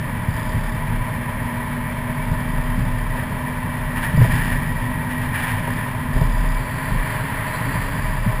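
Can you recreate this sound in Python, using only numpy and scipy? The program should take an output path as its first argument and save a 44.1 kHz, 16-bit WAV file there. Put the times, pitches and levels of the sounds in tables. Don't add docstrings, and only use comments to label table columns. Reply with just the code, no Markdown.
import sys
import numpy as np
from scipy import signal
from scipy.fft import rfft, irfft
from scipy.io import wavfile
from scipy.ndimage import uniform_filter1d

SR = 44100
rng = np.random.default_rng(int(sys.argv[2]) if len(sys.argv) > 2 else 0)


def inscribe(sig):
    pcm = np.round(np.clip(np.atleast_2d(sig).T, -1, 1) * 32767)
    wavfile.write(sys.argv[1], SR, pcm.astype(np.int16))


N = 370440
TIME = np.arange(N) / SR
BINS_HZ = np.maximum(np.arange(N // 2 + 1) * SR / N, 1)


def from_db(db):
    return 10 ** (np.asarray(db) / 20)


def rms_one(x):
    return x / np.sqrt(np.mean(x ** 2) + 1e-20)


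def in_time(rows):
    seconds, *columns = np.transpose(rows)
    return [np.interp(TIME, seconds, column) for column in columns]


def drift(rate_hz):
    rolloff = 1 + (BINS_HZ / rate_hz) ** 2
    return rms_one(irfft(rfft(rng.standard_normal(N)) / rolloff, N))


def coloured(x, spectrum, resonances=()):
    hz, db = np.transpose(spectrum)
    power = from_db(np.interp(np.log(BINS_HZ), np.log(hz), db)) ** 2
    power = power / (1 + (BINS_HZ / (2 * hz[-1])) ** 4)
    power = power / (1 + (.5 * hz[0] / BINS_HZ) ** 4)
    for centre, width, peak_db in resonances:
        offset = 2 * (BINS_HZ - centre) / width
        power = power + from_db(peak_db) ** 2 / (1 + .5 * offset ** 2) ** 2
    return rms_one(irfft(rfft(x) * np.sqrt(power), N))


def noise(spectrum, resonances=()):
    return coloured(rng.standard_normal(N), spectrum, resonances)


def phase_of(hz):
    return 2 * np.pi * np.cumsum(hz) / SR


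def tone(phase):
    return np.sqrt(2) * np.sin(phase)


def band(hz, half_width_hz):
    phase = phase_of(hz)
    return rms_one(drift(half_width_hz) * np.cos(phase) + drift(half_width_hz) * np.sin(phase))


def swell(start, length, db, attack_s, release_s):
    age = TIME - start
    rise = np.clip(age / attack_s, 0, 1)
    fall = np.exp(-np.maximum(age - length, 0) / release_s)
    return from_db(db) * rise * fall


def together(gains):
    return np.sqrt(sum(g ** 2 for g in gains))


# (time [s], pitch [Hz])
HUM_PITCH = [(0, 239.8), (.7, 236.2), (2.5, 244.9), (5.95, 247.7), (7.7, 271.8), (8.4, 276)]
# (time [s], level [dB])
HUM_LEVEL = [(0, -38.5), (1.1, -37), (1.6, -33.5), (5.9, -34), (6.9, -40), (8.4, -43.5)]
# (multiple of hum pitch, relative level [dB])
HUM_ORDERS = [(1, 0), (3.665, -11), (4, -20), (4.2, -12)]
# (time [s], pitch [Hz], level [dB])
WHINES = [
    [(.4, 2108, -62), (1.1, 2140, -47), (2.1, 2190, -48), (2.7, 2213, -65)],
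    [(3.5, 1919, -48), (4.0, 1919, -37), (5.2, 1903, -38), (5.8, 1888, -58)],
]


def drivetrain(jitter=0.0026, waver_db=2.5, whine_waver_db=2.0):
    hum_hz, = in_time(HUM_PITCH)
    hum_db, = in_time(HUM_LEVEL)
    phase = phase_of(hum_hz * (1 + jitter * drift(11.1)))
    hum = sum(tone(k * phase) * from_db(db + waver_db * drift(7.7)) for k, db in HUM_ORDERS)
    out = hum * from_db(hum_db)
    for rows in WHINES:
        hz, db = in_time(rows)
        meshing = (TIME > rows[0][0]) & (TIME < rows[-1][0])
        whine = tone(phase_of(hz + 5 * drift(43)))
        out = out + meshing * whine * from_db(db + whine_waver_db * drift(13))
    return out


# (frequency [Hz], relative density [dB per Hz])
RUMBLE_COLOUR = [(22, -11), (48, -11.5), (60, -8), (92, -7), (110, 1), (135, -2.5), (152, -0.5),
                 (170, -7.5), (225, -11), (290, -17), (350, -26), (600, -40.5)]
# (frequency [Hz], relative density [dB per Hz])
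ROAR_COLOUR = [(200, -38), (355, -9), (400, 1), (490, -2.5), (560, 2.5), (755, -4), (850, 4.5), (1110, 2),
               (1380, -3.5), (1650, 2), (2130, -2.5), (2700, -8.5), (3600, -18), (4500, -20.5), (5800, -24)]
# (centre [Hz], width [Hz], relative peak [dB])
PANELS = [(629, 23.5, 9.5), (993, 54, 10.5), (1796, 116, 6), (1931, 52, 7), (2309, 48, 2.5),
          (3147, 108, -8), (3460, 270, -14.5)]


def tyres(rumble_db=-26.5, roar_db=-30.5, roar_db_per_doubling=7, uneven_db=1.1, flutter_db=0.63,
          tread_order=3.95, tread_width_hz=45, tread_db=-13.5):
    rumble = noise(RUMBLE_COLOUR)
    rumble = rumble / np.sqrt(uniform_filter1d(rumble ** 2, size=SR // 7))
    asphalt = from_db(rumble_db + uneven_db * drift(5.6))
    ruts = swell(3.9, length=0.67, db=-25.5, attack_s=0.32, release_s=0.21)
    hum_hz, = in_time(HUM_PITCH)
    tread = from_db(tread_db) * band(tread_order * hum_hz, tread_width_hz)
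    roar = (noise(ROAR_COLOUR, PANELS) + tread) * from_db(flutter_db * drift(25))
    speed_doublings = np.log2(hum_hz / np.median(hum_hz))
    roar_gain = from_db(roar_db + roar_db_per_doubling * speed_doublings)
    return rumble * together([asphalt, ruts]) + roar * roar_gain


# (time [s], length [s], swing level [dB], buzz level [dB])
JOLTS = [(.272, .47, -27.5, -50.5), (0.798, 0.25, -27, -68), (2.19, 0.91, -26, -56.5),
         (3.758, 0.31, -30, -65), (4.157, .27, -25, -48), (4.44, .42, -26.5, -54.5),
         (5.69, 0.092, -27, -51), (6.121, 0.45, -19, -48.5), (6.91, 0.088, -20.5, -59),
         (7.802, 0.58, -26, -55)]
# (frequency [Hz], relative density [dB per Hz])
BUZZ_COLOUR = [(2500, -17), (3500, 4.5), (4150, -12), (4850, 4), (5800, -17)]


def mount(mount_hz=33.68, wander_hz=1.68, throb_db=3.0, sway_db=-34.5, sway_width_hz=5.7,
          sharpness=1.8, uneven_db=1.5):
    phase = phase_of(mount_hz + wander_hz * drift(6.08))
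    jolted = together(swell(s, length, db, attack_s=0.03, release_s=0.041) for s, length, db, _ in JOLTS)
    sway = from_db(sway_db) * band(np.full(N, mount_hz), sway_width_hz)
    swing = tone(phase) * jolted * from_db(throb_db * drift(15)) + sway
    loose = together(swell(s, length, db, attack_s=.015, release_s=.025) for s, length, _, db in JOLTS)
    hard_touch = np.exp(sharpness * np.cos(phase))
    light_touch = 0.43 * np.exp(-sharpness * np.cos(phase))
    contacts = (hard_touch + light_touch) * from_db(uneven_db * drift(150)) * rng.standard_normal(N)
    return swing + loose * coloured(contacts, BUZZ_COLOUR)


def blows(events, modes, contact_s, after_share, count, mode_spread_db=2.5):
    out = np.zeros(N + SR)
    t = np.arange(SR // 3) / SR
    for s, peak_db in events:
        delays = np.append(0, rng.uniform(0, contact_s, count))
        sizes = np.append(1, after_share * rng.standard_normal(count))
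        age = np.maximum(t - delays[:, None], 0)
        hit = np.zeros(len(t))
        for k, (hz, db, t60) in enumerate(modes):
            ringing = from_db(-60 * age / t60) * np.sin(2 * np.pi * hz * age)
            strength = from_db(db + rng.normal(0, mode_spread_db)) * (-1) ** k
            hit += strength * (sizes @ ringing)
        start = int(s * SR)
        out[start:start + len(t)] += from_db(peak_db) * hit / np.abs(hit).max()
    return out[:N]


# (time [s], peak level before the thump trim [dB])
BUMPS = [(0.284, -7.5), (0.544, -9.5), (0.884, -11), (2.315, -7), (2.775, -11.5), (2.864, -8.5),
         (3.715, -17), (4.133, -6.5), (4.173, -2.5), (4.208, -8.5), (4.234, -7), (4.331, -5.5),
         (5.535, -12.5), (6.164, -8), (6.214, -5), (6.917, -11), (7.608, -13), (7.752, -8), (7.989, -12.5),
         (8.261, -7.5)]
# (frequency [Hz], relative level [dB], t60 [s])
WHEEL_MODES = [(69, -7, 0.057), (118, 2.5, 0.12), (125.3, -0.5, 0.11), (149.6, -6, 0.094), (201, -8, 0.052)]
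# (time [s], peak level before the knock trim [dB])
KNOCKS = [(3.182, -23), (4.174, -19), (4.214, -16), (4.244, -11.5), (4.274, -29), (5.676, -17.5),
          (6.169, -21), (6.211, -16)]
# (frequency [Hz], relative level [dB], t60 [s])
KNOCK_MODES = [(325, 0, 0.043), (424, 2, 0.11), (525, 7, 0.038), (647, 5, 0.078), (720, 2, 0.022),
               (950, 11, 0.041), (1010, -7, 0.029)]


def bumps(thump_db=-3.0, knock_db=-2.0):
    thumps = blows(BUMPS, WHEEL_MODES, contact_s=.04, after_share=0.28, count=7)
    knocks = blows(KNOCKS, KNOCK_MODES, contact_s=0.01396, after_share=0.16, count=10)
    return from_db(thump_db) * thumps + from_db(knock_db) * knocks


# (time [s], length [s], level [dB])
SPLASHES = [(3.138, 0.044, -33.5), (3.948, 0.033, -25), (4.01, 0.033, -26), (4.196, 0.05, -27.5),
            (4.29, 0.25, -28.5), (4.368, 0.073, -33), (5.081, 0.03, -31), (5.2, 0.059, -32.5),
            (5.324, .2, -26.5), (5.55, 0.29, -35.5)]
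# (frequency [Hz], relative density [dB per Hz])
SPRAY_COLOUR = [(400, -14), (900, 4.5), (1400, 0.5), (1820, 13.5), (2130, 2.5), (2350, -2), (3000, -2),
                (4000, -13.5), (5000, -14.5), (5800, -18.5)]
# (centre [Hz], width [Hz], relative peak [dB])
ARCHES = [(1760, 110, 5.5), (2350, 99, 7)]


def slush(drops_per_s=3000, clump_db=1.0, shed_db=-12, shed_s=0.55):
    sizes = from_db(1.65 * np.minimum(rng.exponential(1, N), 5)) * rng.choice([-1, 1], N)
    landing = rng.random(N) < drops_per_s / SR
    drops = sizes * landing * from_db(clump_db * drift(25))
    bursts = [swell(s, length, db, attack_s=0.029, release_s=0.044) for s, length, db in SPLASHES]
    trails = [swell(s, length, db + shed_db, length, shed_s) for s, length, db in SPLASHES]
    return coloured(drops, SPRAY_COLOUR, ARCHES) * together(bursts + trails)


# (frequency [Hz], relative density [dB per Hz])
RUSH_COLOUR = [(250, -6), (500, 0), (740, -4), (950, 9), (1250, -0.5), (1850, 9), (2400, -3), (3300, -9.5),
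               (4500, -23), (5800, -23)]
# (time [s], length [s], level of the upper band [dB], pitch [Hz], rise [Hz per s])
WHISTLES = [(6.57, 0.64, -52.5, 4570, -15), (7.46, .62, -50.5, 4560, 299)]


def intake(breadth_hz=200, lower_hz=4100, lower_breadth_hz=40, lower_db=-3.0, gusty_db=1.5):
    load = swell(6.28, length=1.49, db=-30.5, attack_s=0.85, release_s=0.37)
    lower = from_db(lower_db) * load / load.max() * band(np.full(N, lower_hz), lower_breadth_hz)
    whistle = np.zeros(N)
    for s, length, db, hz, rise in WHISTLES:
        upper = band(hz + rise * np.clip(TIME - s, 0, length), breadth_hz)
        whistle += swell(s, length, db, attack_s=0.02, release_s=0.22) * (upper + lower)
    return noise(RUSH_COLOUR) * load + whistle * from_db(gusty_db * drift(4.8))


def scene():
    return (drivetrain() + tyres() + mount() + bumps() + slush() + intake())[None]


def record(dry, band_edge_hz=5600, held_rate_hz=12000, cutoff_hz=15300):
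    narrow = irfft(rfft(dry) / np.sqrt(1 + (BINS_HZ / band_edge_hz) ** 36), N)
    coarse = signal.resample(narrow, round(N * held_rate_hz / SR), axis=-1)
    held = signal.resample(np.repeat(coarse, 4, axis=-1), N, axis=-1)
    top_cut = signal.ellip(14, .1, 90, cutoff_hz, fs=SR, output="sos")
    return signal.sosfilt(top_cut, held)


dry = scene()
out = record(dry)
inscribe(out)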